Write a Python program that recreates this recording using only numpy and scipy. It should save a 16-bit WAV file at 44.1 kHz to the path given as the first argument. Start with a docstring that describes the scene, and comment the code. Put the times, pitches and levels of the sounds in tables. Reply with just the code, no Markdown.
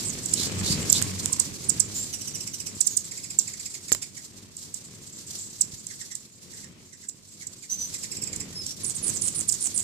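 """Hummingbirds at the feeders

Hummingbirds crowd round plastic nectar feeders beside a house wall, close to the microphone.
Wings hum and whirr: shaped pressure pulses plus noise puffs, panned to and fro as the birds dart.
They squabble in falling chips, scolding notes, buzzy trills and thin squeals, made of gliding sines and rasp,
and now and then bump each other or a feeder: a decaying thump and a click of noise.
More birds twitter farther off: flickering noise and random chips, blurred by the yard's echo."""
import sys
import numpy as np
from scipy import signal
from scipy.fft import rfft, irfft, next_fast_len
from scipy.io import wavfile
from scipy.ndimage import map_coordinates

SR = 44100
rng = np.random.default_rng(int(sys.argv[2]) if len(sys.argv) > 2 else 0)


def to_wav(s):
    """Save 16-bit WAV."""
    ch = np.atleast_2d(s).T  # columns
    pcm = np.round(np.clip(ch, -1, 1) * 32767)  # PCM
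    wavfile.write(sys.argv[1], SR, pcm.astype(np.int16))


N = 433503

# The deep body of the wing hum. Each row: frequency in Hz, relative level in dB.
HUM = [(25,-36), (44,-7.5), (62,-14.5), (92,-1.5), (190,-2.5), (380,-8.5), (1800,-42.5)]
# The bright hiss of feathers in air. Each row: frequency in Hz, relative level in dB.
SWISH = [(500, -12), (1050, 8.5), (1450, 4), (2200, 9.5), (6000, 2), (14000, -25)]
# The high band of massed calls, also the rasp in a voice. Each row: frequency in Hz, relative level in dB.
TWITTER = [(2500, -20.5), (4300, -5.5), (6200, -3.5), (7500, -1.5), (10000, -13), (14000, -18.5)]


def amp(db):
    """Decibels to gain."""
    return 10 ** (np.asarray(db) / 20)


def unit(x):
    """Scale to rms 1."""
    return x / np.sqrt(np.mean(x ** 2) + 1e-20)


def along(points, hz):
    """Read (Hz, value) points on a log frequency axis."""
    f, v = np.transpose(points)
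    return np.interp(np.log(hz + 1), np.log(f), v)


def curve(points):
    """Draw (seconds, value) points as one value per sample."""
    s, value = np.transpose(points)
    return np.interp(np.arange(N) / SR, s, value)


def silence():
    """An empty stereo track."""
    return np.zeros((2, N))


def hiss(size=N):
    """White noise, unrelated left and right."""
    return rng.standard_normal((2, size))


def wobble(rate, size=N):
    """A smooth random curve, rate knots a second."""
    at = np.arange(size) * rate / SR
    knots = rng.standard_normal(int(size * rate / SR) + 4)
    return map_coordinates(knots, [at], order=2)


def phase_of(hz):
    """The running phase of a moving frequency, in radians."""
    return 2 * np.pi * np.cumsum(hz) / SR


def progress(length):
    """0 to 1 over a note of length seconds."""
    return np.linspace(0, 1, max(int(length * SR), 32))


def coloured(x, spectrum):
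    """x shaped by a (Hz, dB) spectrum, at rms 1."""
    m = next_fast_len(N + 8192)
    gain = amp(along(spectrum, np.fft.rfftfreq(m, 1 / SR)))
    return unit(irfft(rfft(x, m) * gain, m)[..., :N])


def panned(x, pan_db):
    """Place a sound at constant power; pan_db is left over right, so negative is to the right."""
    g = amp(np.array([pan_db, -pan_db]) / 2).reshape(2, -1)
    return x * g / np.sqrt(np.mean(g ** 2, axis=0))


def add(out, s, x):
    """Mix x into out from time s in seconds."""
    i = int(np.clip(round(s * SR), 0, N - 1))
    out[:, i:i + x.shape[1]] += x[:, :N - i]


def wingbeat(beat_hz, wander, eddies, sharpness=40):
    """Two pressure pulses a beat, down and up, each shedding a puff of eddies; returns hum and stroke force."""
    phase = phase_of(beat_hz * (1 + wander * wobble(7)))
    down = np.abs(np.cos(phase / 2)) ** sharpness
    up = np.abs(np.sin(phase / 2)) ** sharpness
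    stroke = down + 0.31 * up + 0.6
    puffs = coloured(stroke * rng.standard_normal(N), HUM)
    pulses = coloured(np.gradient(stroke), HUM)
    return unit(pulses + eddies * puffs), stroke


def wings(count=4, hum_gain_db=2.0, spread_db=6, air_db=-6, swish_db=-6, swish_pan_db=2):
    """Several birds, each at its own beat, dart nearer and farther and from side to side."""
    # The loudness of the wings over time. Each row: time in seconds, level in dB (the hum sits 2 dB over it).
    wing_level = [(0.3, -42), (0.68, -33.5), (1.29, -40), (2.71, -49.5), (4.27, -54), (4.87, -52.5),
                  (5.86, -52.5), (6.27, -60), (6.55, -52), (6.98, -58), (7.66, -56.5), (8.35, -44.5),
                  (8.8, -47.5), (9.1, -44), (9.83, -49)]
    birds, swish = silence(), silence()
    for beat_hz in np.linspace(40, 53, count):
        hum, stroke = wingbeat(beat_hz, wander=.06, eddies=1.488)
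        nearness = amp(3.9 * wobble(12))
        birds += panned(hum * nearness, spread_db * wobble(1.957))
        swish += stroke * nearness * hiss()  # feathers hiss on every stroke
    stirred_air = coloured(hiss(), HUM)
    whirr = amp(hum_gain_db) * unit(unit(birds) + amp(air_db) * stirred_air)
    feathers = panned(amp(swish_db) * coloured(swish, SWISH), swish_pan_db)
    return amp(curve(wing_level)) * (whirr + feathers)


def syrinx(hz, overtone_db, count):
    """A tone on a moving pitch; each partial swells as it crosses the voice's resonances."""
    # The voice's resonances. Each row: frequency in Hz, gain in dB.
    voice = [(2050, -8), (2700, -22), (3300, -25), (5200, -4), (6500, -5.5), (7400, 5), (8400, -6),
             (9500, -16.5), (10500, -21), (13000, -16)]
    phase = phase_of(hz)
    tone = 0
    for k in range(1, count + 1):
        gain = amp(along(voice, k * hz) + overtone_db * (k - 2.0))
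        audible = k * hz < SR / 2
        tone = tone + gain * audible * np.sin(k * phase)
    return tone


def chip(top_hz, length, end_hz=3100, bend=2.2):
    """One whistle that hangs at the top, then plunges and cracks, at peak 1."""
    u = progress(length)
    crack = .07 * u ** 2 * wobble(3000, len(u))
    hz = (top_hz + (end_hz - top_hz) * u ** bend) * (1 + crack)
    x = syrinx(hz, overtone_db=-7 + 12 * u, count=2)
    x = x * np.minimum(u / 0.19, 1) * np.minimum((1 - u) / 0.063, 1)  # fade in and out
    return x / np.abs(x).max()


def far_birds(count=160, scatter_db=2):
    """Chips at random times, levels, sides and pitches from the other feeders."""
    out = silence()
    times = rng.uniform(0, N / SR, count)
    for s, size, side, pitch in zip(times, *rng.standard_normal((3, count))):
        x = amp(scatter_db * size) * chip(8400 + 600 * pitch, 0.01)
        add(out, s, panned(x, 4 * side))
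    return out


def yard(x, near_db=7, near_t60=0.13):
    """The feeders scatter a quick dense echo; wall and hedge add a tail that dies sooner in the treble."""
    # The tail of wall and hedge. Each row: frequency in Hz, time to fall 60 dB in seconds.
    decay_times = [(7000, 0.24), (14000, 0.0052)]
    hz, t, z = signal.stft(hiss(SR // 3), SR, nperseg=256)
    far_tail = amp(-60 * t / np.abs(along(decay_times, hz))[:, None])
    near_scatter = amp(near_db - 60 * t / near_t60)
    decay = (far_tail + near_scatter) * (t > 0)
    tail = signal.istft(z * decay, SR, nperseg=256)[1]
    tail = tail / np.linalg.norm(tail[0])
    return signal.fftconvolve(x.mean(axis=0)[None], tail, axes=1)[:, :N]


def twitter(calls_db=-4, pan_db=-3):
    """Distant calls, mostly echo, blur into a high flickering wash."""
    # The loudness of the distant twitter over time. Each row: time in seconds, level in dB.
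    twitter_level = [(0.0, -36), (0.35, -38), (0.9, -36.5), (2.6, -43.5), (3.7, -43.5), (4.11, -50),
                     (4.2, -45), (4.51, -53.5), (4.6, -43), (5.0, -49), (5.3, -43), (6.17, -46),
                     (6.3, -56.5), (6.55, -47), (6.7, -58), (7.58, -50), (7.85, -41.5), (8.53, -48),
                     (9.06, -40), (9.83, -40.5)]
    far = far_birds()
    flutter_db = 2.2 * wobble(20) + 2.6 * wobble(90)
    blur = coloured(hiss(), TWITTER) * amp(flutter_db)
    calls = amp(calls_db) * unit(far / 2 + yard(far))
    return panned((blur + calls) * amp(curve(twitter_level)), pan_db)


def trills(pulse_hz=370, sag=0.14, deepen=0.52, pan_db=-15):
    """A whistle breaks into tiny uneven down-sweeps, forced ones plunging deepest, and ends in a rasping dive."""
    # Buzzy trills. Each row: start in seconds, length in seconds, level in dB, top pitch in Hz.
    buzzes = [(0.047,0.06,-31,8620), (8.832,0.079,-30.5,9700), (8.948,0.028,-30.5,8900),
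              (9.025,0.079,-26,9750), (9.135,0.046,-30,8700), (9.21,0.081,-26,9700), (9.345,0.075,-28,9550),
              (9.473,0.081,-31,9450), (9.605,0.073,-26,9550), (9.74,0.067,-26,9450)]
    out = silence()
    for s, length, db, top_hz in buzzes:
        u = progress(length)
        beats = np.cumsum(pulse_hz * amp(3 * wobble(200, len(u)))) / SR
        cycle = beats % 1
        broken = np.clip(6 * u - .7, 0, 1)  # 0 a plain whistle, 1 fully pulsed
        uneven = rng.standard_normal(len(u))[beats.astype(int)]  # one draw a pulse
        force = amp(3.5 * broken * uneven + 4 * u ** 4)
        plunge = deepen * broken * np.tanh(force ** 2 / 2) * cycle ** 1.5
        ragged = .02 * wobble(120, len(u)) + .028 * broken * u * wobble(2500, len(u))
        phase = phase_of(top_hz * (1 - sag * u ** 6 - plunge + ragged))
        pulses = np.abs(np.sin(np.pi * cycle ** .7)) ** (2 * broken) * force * (1 + broken)
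        rasp = .17 * u ** 2 * rng.standard_normal(len(u))
        tone = np.sin(phase) + plunge ** 2 * np.sin(2 * phase)
        x = (tone + rasp) * pulses * signal.windows.tukey(len(u), .12)
        add(out, s, panned(amp(db) * unit(x), pan_db))
    return out


def scold(start_hz, hoarseness, rasp, cycles=46, sag=0.35, grit_db=0):
    """A note that holds, then drops through the voice's resonances; hoarse ones are longer and grittier."""
    length = cycles * (1 + hoarseness) / start_hz * amp(rng.normal(0, 1.59))
    u = progress(length)
    hoarse = .07 * hoarseness * wobble(1500, len(u))
    drop = sag * rng.uniform(.75, 1.25) * u ** 2.7
    hz = start_hz * amp(rng.normal(0, .25)) * (1 - drop + hoarse)
    grit = unit(rasp[:len(u)] * np.cos(phase_of(hz) / 2) ** 2)  # rasp pulsing at the pitch
    force = amp(2 * wobble(250, len(u))) * np.sin(np.pi * u ** 1.4)
    tone = unit(syrinx(hz, overtone_db=-0.5, count=5))
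    return amp(rng.normal(0, 1)) * unit((tone + amp(grit_db) * hoarseness * grit) * force)


def scolds(pan_db=-9):
    """Runs of chatter from the perches; each run keeps an even pace and nearly one pitch."""
    # Runs of scolding. Each row: first note in seconds, last note in seconds, number of notes,
    # level in dB, starting pitch in Hz, hoarseness from 0 to 1.
    runs = [(0.171, .172, 1, -45, 2195, 0.1), (2.118, 2.117, 1, -32, 3160, 0.5),
            (2.203, 2.657, 8, -34, 3117, 0.22), (3.108, 3.294, 4, -35, 2640, 0.08),
            (3.469, 3.653, 4, -34, 2690, 0.05), (3.734, 4.013, 3, -37, 2680, 0.55),
            (4.158, 4.158, 1, -40.5, 2365, 0.44), (5.895, 6.1, 3, -40, 2190, 0.37),
            (6.52, 6.625, 3, -47, 2180, 0.3), (6.918, 7.022, 2, -46.5, 2150, 0.3),
            (7.403, 7.62, 2, -42, 2310, 0.4), (7.93, 8.024, 2, -33.5, 2664, 0.5),
            (8.108, 8.265, 4, -33, 2790, 0), (8.325, 8.394, 2, -32.5, 2630, 0.16),
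            (8.51, 8.51, 1, -54, 2180, .15)]
    out = silence()
    rasp = coloured(rng.standard_normal(N), TWITTER)
    for first, last, notes, db, pitch_hz, hoarseness in runs:
        for s in np.linspace(first, last, int(round(notes))):
            note = scold(pitch_hz, hoarseness, rasp[int(s * SR):])
            add(out, s, panned(amp(db) * note, pan_db))
    return out


def chips(pan_db=-13):
    """The loudest birds snap close by on the right; fainter ones are nearer the middle."""
    # Sharp chips. Each row: time of the loudest part in seconds, level in dB, starting pitch in Hz,
    # length in seconds.
    snaps = [(0.26,-14,8330,0.0071), (0.339,-4.5,9170,0.0083), (0.901,-4.5,7520,0.011),
             (0.928,1,12440,0.0091), (1.025,-5.5,8850,0.0033), (1.259,-2.5,9100,0.0015),
             (1.331,-8.5,9600,0.015), (1.4,-2.5,9280,0.0092), (1.698,-6,9220,0.019),
             (1.803,-3.5,9070,0.0119), (2.811,-4.5,8880,0.012), (2.873,-5.5,9330,0.015),
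             (2.973,-6,9040,0.012), (3.39,-4.5,7700,0.01325), (3.926,-4.5,7600,0.011),
             (4.569,-24.5,8400,0.0066), (4.744,-18.5,8370,0.0083), (5.613,-6,8100,0.013),
             (5.869,-20.5,8500,0.007), (6.154,-17,9150,0.0066), (7.09,-20.5,8226,0.014),
             (7.471,-21.5,8100,0.0096), (8.239,-18,8020,.01), (8.363,-17.5,9170,0.00763),
             (8.666,-17.5,8400,0.00503), (8.847,-18.5,9900,0.025), (9.221,-12.5,9400,0.0093),
             (9.492,-9,9450,0.023), (9.524,-11.5,9180,0.015), (9.778,-13,9200,0.0069)]
    out = silence()
    for s, db, top_hz, length in snaps:
        x = chip(top_hz, length)
        loudest = np.average(np.arange(len(x)), weights=x ** 4) / SR
        add(out, s - loudest, panned(amp(db) * x, pan_db - (db + 19)))
    return out


def squeals(overtone_db=-14, rasp_db=4.0, flutter_db=4.0, rise=.2, pan_db=-3):
    """Thin, arching notes; forced harder, they climb and break up into a ragged, fluttering rasp."""
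    # Held squeals. Each row: start in seconds, length in seconds, level in dB, central pitch in Hz,
    # roughness from 0 (pure) to a little over 1 (torn).
    cries = [(0.344,0.15,-31.5,4250,1.13), (0.619,0.1383,-29.5,4280,0.92), (0.908,0.1,-29,4310,1.01),
             (1.935,0.12,-33.5,7320,0.54), (2.803,0.24,-40,6510,0.62), (7.689,0.07,-33.5,6120,0.49),
             (7.763,0.12,-36.5,6060,0.45), (8.545,0.078,-37.5,5145,0.24), (8.605,0.13,-39.5,5402,0.8)]
    out = silence()
    rasp = coloured(hiss(), TWITTER)
    for s, length, db, pitch_hz, rough in cries:
        u = progress(length)
        waver = .07 * rough ** 2 * (wobble(130, len(u)) + wobble(1500, len(u)))
        arch = .06 * rough * (np.sin(np.pi * u) - .7)
        climb = rise * rough ** 2 * (u - u.mean())
        phase = phase_of(pitch_hz * (1 + waver + arch + climb))
        tone = unit(np.sin(phase) + amp(overtone_db) * np.sin(2 * phase))
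        torn = amp(rasp_db) * rough ** 2 * rasp[:, int(s * SR):][:, :len(u)]
        x = (tone + torn) * amp(flutter_db * rough * wobble(174.5, len(u)))
        add(out, s, panned(amp(db) * unit(x * signal.windows.tukey(len(u), .5)), pan_db))
    return out


def hover(beat_hz=46.7, slap_db=-13, pan_db=-3):
    """The nearest bird's clean hum, strongest at twice the wingbeat, with a soft slap on each downstroke."""
    # One bird hovering right at the microphone. Each row: start in seconds, length in seconds, hum level in dB.
    visits = [(0.523, 0.17, -29.5), (0.735, 0.12, -35), (1.026, 0.19, -32.5)]
    out = silence()
    feathers = coloured(hiss(), SWISH)
    for s, length, db in visits:
        u = progress(length)
        phase = phase_of(np.full_like(u, beat_hz))
        hum = np.sin(2 * phase) + np.sin(4 * phase) / 2
        downstroke = np.maximum(np.sin(phase), 0) ** 2
        slap = unit(downstroke * feathers[:, int(s * SR):][:, :len(u)])
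        add(out, s, panned(amp(db) * (hum + amp(slap_db) * slap) * np.sin(np.pi * u), pan_db))
    return out


def bumps(cycles=4, click_t60=0.0098, pan_db=-5):
    """A push of air from a wing, 60 dB down after a few cycles, with a dry click where something is touched."""
    # Wing flicks and bumps. Each row: start in seconds, thump level in dB, thump pitch in Hz,
    # click level in dB before it is halved.
    knocks = [(0.703, -14.5, 152, -53), (1.017, -44.5, 300, -9), (3.9191, -16.5, 404, -5),
              (3.9484, -58, 300, -10), (5.733, -30.5, 130, -43.5)]
    out, t = silence(), np.arange(SR // 10) / SR
    for s, thump_db, hz, click_db in knocks:
        thump = amp(thump_db - 60 * t * hz / cycles) * np.sin(2 * np.pi * hz * t)
        click = amp(click_db - 60 * t / click_t60) * hiss(len(t)) / 2
        add(out, s, thump + panned(click, pan_db))
    return out


def flutter(s=1.19, length=.26, beat_hz=45.5, ring_hz=1020, db=-44):
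    """A bird brakes hard: on every downstroke its feathers give a faint breathy note and a swish."""
    out, u = silence(), progress(length)
    stroke = np.cos(phase_of(np.full_like(u, beat_hz)) / 2) ** 4
    note = coloured(hiss(), [(ring_hz * .75, -30), (ring_hz, 0), (ring_hz * 1.3, -30)])
    feathers = (note + coloured(hiss(), SWISH))[:, :len(u)]
    add(out, s, amp(db) * feathers * stroke * np.sin(np.pi * u) ** .5)
    return out


def from_right(x, lag_s=0.0003):
    """Sound from the right reaches the left microphone a little later."""
    t = np.arange(N)
    left = np.interp(t - round(lag_s * SR), t, x[0], left=0)
    return np.array([left, x[1]])


def scene(chip_wet_db=-9, perch_wet_db=-2, trill_wet_db=-6):
    """Near chips arrive almost dry; the birds on the perches carry more of the yard."""
    near = chips() + bumps()
    perched = scolds() + squeals()
    buzz = trills()
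    sent = amp(chip_wet_db) * near + amp(perch_wet_db) * perched + amp(trill_wet_db) * buzz
    echo = panned(yard(sent), pan_db=-7.5)
    return from_right(near + perched + buzz) + echo + wings() + hover() + flutter() + twitter()


def record(dry, low_hz=36, top_hz=14700):
    """The deepest rumble is taken out, and the microphone keeps nothing above its band limit."""
    m = next_fast_len(N + 8192)
    hz = np.fft.rfftfreq(m, 1 / SR)
    lean = signal.sosfilt(signal.butter(4, low_hz, "highpass", fs=SR, output="sos"), dry)
    keep = 1 / np.sqrt(1 + (hz / top_hz) ** 120)  # a very steep low-pass
    return np.clip(irfft(rfft(lean, m) * keep, m)[:, :N], -1, 1)


dry = scene()
out = record(dry)
to_wav(out)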